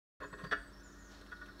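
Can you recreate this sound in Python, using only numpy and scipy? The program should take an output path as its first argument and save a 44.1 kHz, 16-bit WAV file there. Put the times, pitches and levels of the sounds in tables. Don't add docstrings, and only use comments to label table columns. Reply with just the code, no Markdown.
import sys
import numpy as np
from scipy import signal
from scipy.fft import rfft, irfft
from scipy.io import wavfile
from scipy.ndimage import uniform_filter1d

SR = 44100
rng = np.random.default_rng(int(sys.argv[2]) if len(sys.argv) > 2 else 0)


def log_audio(samples):
    frames = np.atleast_2d(samples).T
    limited = np.clip(frames, -1, 1)
    pcm = np.round(limited * 32767).astype(np.int16)
    wavfile.write(sys.argv[1], SR, pcm)


N = 70560
T = np.arange(N) / SR

WALL, ENTRANCE, FLOOR = range(3)
# (pitch [Hz], time to fade 60 dB [s], outer wall [dB], entrance [dB], floor [dB])
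BOX_TONES = [(174.7, 0.076, -5, -30, -23.5), (292.8, 0.19, -6.5, -18, -17), (414.8, 0.08, -2, -11, -27),
             (514.5, 0.048, -2, -14.5, -20), (612.5, 0.084, -7, -19.5, -18.5),
             (657.6, 0.076, -8.5, -11.5, -19.5), (961.5, 0.042, -8, -16, -16), (1071.3, 0.079, 3, -18, -19),
             (1179, 0.089, -8.5, -12.5, -9.5), (1333.6, 0.065, -3, -1, -5.5), (1456.2, 0.079, -3, 0.5, 2),
             (1630.5, 0.1, -1, -2, -9.5), (1741, 0.093, -3.5, 0, -12.5), (1856, 0.09, -1, -14.5, -8.5),
             (1915, 0.057, -13, -9, -34), (2260, 0.12, -27, -21, -29), (2575, 0.056, -15, -19.5, -26),
             (2872, 0.11, -29, -17, -33), (3330, 0.1, -24.5, -20, -21.5), (3346, 0.048, -24, -15, -27.5),
             (3650, 0.063, -17.5, -15, -24), (4350, 0.064, -15.5, -22.5, -37),
             (4580, 0.032, -38, -21.5, -23), (5580, 0.032, -44, -24, -44)]
# (time [s], length [s], ring level [dB], rasp level [dB], thump level [dB], place)
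FOOT_SCUFFS = [(0.199, 0.028, -44, -73, -68, WALL), (0.228, 0.021, -45, -63, -87, WALL),
               (.324, 0.01535, -45.5, -87, -52.5, WALL), (0.375, 0.044, -50, -60, -59, WALL),
               (0.434, 0.0173, -44.5, -57.5, -43.5, WALL), (0.462, 0.0084, -55.5, -64, -51.5, WALL),
               (.51, 0.0053, -36, -54.5, -89, ENTRANCE), (.517, 0.0158, -29.5, -45, -91, ENTRANCE),
               (1.209, 0.0117, -60, -60, -84, FLOOR), (1.309, 0.022, -44.5, -64, -76, FLOOR),
               (1.408, 0.019, -48, -84, -86, FLOOR), (1.48, .014, -53, -78, -65, FLOOR),
               (1.591, .014, -50, -60.5, -63, FLOOR)]
# (frequency [Hz], relative level [dB])
RASP_COLOUR = [(200, 4), (450, 14.5), (800, -9), (1600, -4), (2400, -6), (3400, 2.5), (4500, -4.5),
               (5000, -10.5), (6200, -5.5), (7100, -22), (8050, -6.5), (8800, -22), (10500, -17.5),
               (15000, -42)]
# (time [s], length [s], level [dB])
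CLAW_TICKS = [(0.38, 0.094, -65.5), (0.44, 0.014, -60), (1.262, 0.0049, -63.5), (1.457, 0.01, -62.5)]
# (frequency [Hz], relative level [dB])
CLAW_TICK_COLOUR = [(1000, -3), (2600, 1.5), (3500, 2), (4500, -5), (5200, -13), (6100, -4), (7000, -17),
                    (8000, -12), (9000, -17), (10500, -12), (14000, -30)]
# (frequency [Hz], relative level [dB])
WING_COLOUR = [(500, 5.5), (1600, 4.5), (2600, -1), (3600, 2.5), (6000, -1.5), (8500, -13), (14000, -27)]
# (time [s], length [s], pitch [Hz], slide [Hz], level [dB], relative echo [dB])
SONG_NOTES = [(0.224, .018, 6950, -54, -70, -10), (.249, 0.028, 6920, -2, -68, 0),
              (0.28, 0.021, 7800, 97, -71.5, 2), (.313, 0.025, 7950, -200, -68.5, 1),
              (0.395, 0.011, 8000, 153, -68.5, -8), (0.418, 0.1, 4625, -30, -61, 0.5),
              (0.554, 0.16, 8150, -200, -69, -11), (0.72, 0.07, 5434, -35, -65, -2),
              (0.776, .04, 5750, 491, -68.5, 6), (0.829, 0.067, 7190, -950, -65, 3.5),
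              (.88, .06, 6280, -1200, -67.5, 17), (0.976, 0.063, 7150, -950, -66, 4),
              (1.038, 0.059, 6480, -1600, -68, 2)]
# (delay [s], length [s], pitch [Hz], slide [Hz], level [dB])
TRILL_NOTES = [(0, 0.0144, 5616, -700, -72), (0.022, 0.0169, 4460, -1100, -67.5)]
# (pitch [Hz], level [dB])
HUM_TONES = [(49.7, -60.5), (199.5, -67), (286, -65.5), (351, -72.5), (602, -76.5)]
# (frequency [Hz], relative level [dB])
AIR_COLOUR = [(15, -37), (25, -9), (59, -1.5), (140, -8), (204, -10), (246, -10.5), (389, -9), (495, -15),
              (598, -19), (762, -20.5), (1410, -14.5), (1900, -21), (2420, -37), (3440, -25.5), (4870, -28),
              (5730, -30), (7100, -34.5), (7700, -35.5), (15500, -39.5)]
# (frequency [Hz], relative level [dB])
HISS_COLOUR = [(2000, 8), (5000, 1.5), (9000, -4), (15500, -22)]

GRIP_SHARE = 0.3


def feet():
    out, t = np.zeros(N), T[:SR // 4]
    thump = thud(hz=164.6, rise_s=0.0068)
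    for start, length, ring_db, rasp_db, thump_db, place in FOOT_SCUFFS:
        add(out, start, from_db(ring_db) * box_ring(foot_pressure(t, length), place))
        add(out, start, from_db(rasp_db) * claw_rasp(t, length, RASP_COLOUR))
        add(out, start, from_db(thump_db) * thump)
    for start, length, db in CLAW_TICKS:
        add(out, start, from_db(db) * claw_rasp(t, length, CLAW_TICK_COLOUR))
    add(out, 0.57, from_db(-53) * thud(hz=44.7, rise_s=0.029))
    after_ring = signal.fftconvolve(out, echo_tail(fade_s=0.44))[:N]
    return out + from_db(-11) * after_ring


def foot_pressure(t, length):
    press = np.clip(t / (GRIP_SHARE * length), 0, 1)
    let_go = np.clip((length - t) / (length / 10), 0, 1)
    return press * let_go


def claw_slips(force, slips_per_s=2500, spread_db=2):
    n = len(force)
    sizes = from_db(spread_db * rng.standard_normal(n)) * rng.choice([-1, 1], n)
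    return force * sizes * (rng.random(n) < slips_per_s / SR)


def box_ring(force, place, band_ratio=1.16):
    out = 0
    for hz, fade_s, *place_db in BOX_TONES:
        band = signal.butter(2, [hz / band_ratio, hz * band_ratio], "band", fs=SR, output="sos")
        clicks = claw_slips(force) + 1e-18 * rng.standard_normal(len(force))
        tone = ring(signal.sosfilt(band, clicks), hz, fade_s)
        out = out + from_db(place_db[place]) * scale_by_loudest(tone)
    return scale_by_loudest(out)


def claw_rasp(t, length, colour, fade_s=0.063):
    press = np.clip(t / (GRIP_SHARE * length), 0, 1)
    fade = from_db(-60 * np.maximum(t - length / 2, 0) / fade_s)
    return scale_by_loudest(coloured(claw_slips(press * fade), colour))


def thud(hz, rise_s):
    swell = (T / rise_s) ** 2 * np.exp(-2 * T / rise_s)
    return scale_by_loudest(np.sin(2 * np.pi * hz * T) * swell)


def wings(start_s=1.084, rise_s=0.038, fall_s=0.13):
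    peak_s = start_s + rise_s
    swell = np.interp(T, [start_s, peak_s, peak_s + fall_s], [0, 1, 0])
    return from_db(-60.5) * noise(WING_COLOUR) * swell


def far_song(trill_start_s=1.112, trill_step_s=0.0745):
    song = np.zeros(N)
    for start, length, hz, slide_hz, db, echo_db in SONG_NOTES:
        add(song, start, from_db(db) * among_trees(whistle(length, hz, slide_hz), echo_db))
    for start in np.arange(trill_start_s, T[-1], trill_step_s):
        for delay, length, hz, slide_hz, db in TRILL_NOTES:
            note = among_trees(whistle(length, hz, slide_hz), echo_db=6)
            add(song, start + delay, from_db(db) * note)
    return song


def whistle(length, pitch_hz, slide_hz, waver_hz=55):
    progress = np.linspace(0, 1, int(length * SR))
    waver = scale_by_average(uniform_filter1d(rng.standard_normal(len(progress)), size=100))
    hz = pitch_hz + slide_hz * progress ** 1.8 + waver_hz * waver
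    swell = np.clip(np.sin(np.pi * progress) * 2, 0, 1)
    return scale_by_average(np.sin(2 * np.pi * np.cumsum(hz) / SR) * swell)


def among_trees(note, echo_db):
    direct = scale_by_average(np.pad(note, (0, N - len(note))))
    bounced = scale_by_average(signal.fftconvolve(note, echo_tail(fade_s=0.086))[:N])
    echo = scale_by_average(signal.fftconvolve(note, echo_tail(fade_s=0.85))[:N])
    return scale_by_loudest(direct + from_db(0.5) * bounced + from_db(echo_db) * echo)


def background():
    hum = sum(from_db(db) * np.sqrt(2) * np.sin(2 * np.pi * (hz * T + rng.random()))
              for hz, db in HUM_TONES)
    stirred_box = 0
    for hz, _, wall_db, _, floor_db in BOX_TONES:
        tone = scale_by_average(ring(rng.standard_normal(N), hz, fade_s=0.18))
        stirred_box = stirred_box + from_db((wall_db + floor_db) / 2) * tone
    air = from_db(-61) * noise(AIR_COLOUR)
    hiss = from_db(-76) * noise(HISS_COLOUR)
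    return hum + air + from_db(-64) * scale_by_average(stirred_box) + hiss


def ring(x, hz, fade_s):
    decay, angle = from_db(-60 / (fade_s * SR)), 2 * np.pi * hz / SR
    return signal.lfilter([1, 0, -1], [1, -2 * decay * np.cos(angle), decay * decay], x + 1e-18)


def echo_tail(fade_s):
    echoes = rng.standard_normal(N) * from_db(-60 * T / fade_s)
    return echoes / np.linalg.norm(echoes)


def noise(colour):
    return scale_by_average(coloured(rng.standard_normal(N), colour))


def coloured(x, colour):
    hz, db = np.transpose(colour)
    frequencies = np.maximum(np.fft.rfftfreq(len(x), 1 / SR), 1)
    gains = from_db(np.interp(np.log(frequencies), np.log(hz), db))
    return irfft(rfft(x) * gains, len(x))


def from_db(db):
    return 10 ** (np.asarray(db) / 20)


def scale_by_average(x):
    return x / np.sqrt(np.mean(x ** 2) + 1e-20)


def scale_by_loudest(x):
    return x / np.sqrt(uniform_filter1d(x ** 2, size=SR // 100).max() + 1e-20)


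def add(out, start_s, x):
    i = int(np.clip(start_s * SR, 0, N - 1))
    out[i:i + len(x)] += x[:N - i]


def scene():
    return (feet() + wings() + far_song() + background())[None]


def record(dry):
    switch_on = np.clip((T - 0.2) / 0.004, 0, 1)
    treble_cut = signal.cheby2(20, 60, 16100, fs=SR, output="sos")
    return signal.sosfilt(treble_cut, dry * switch_on)


dry = scene()
out = record(dry)
log_audio(out)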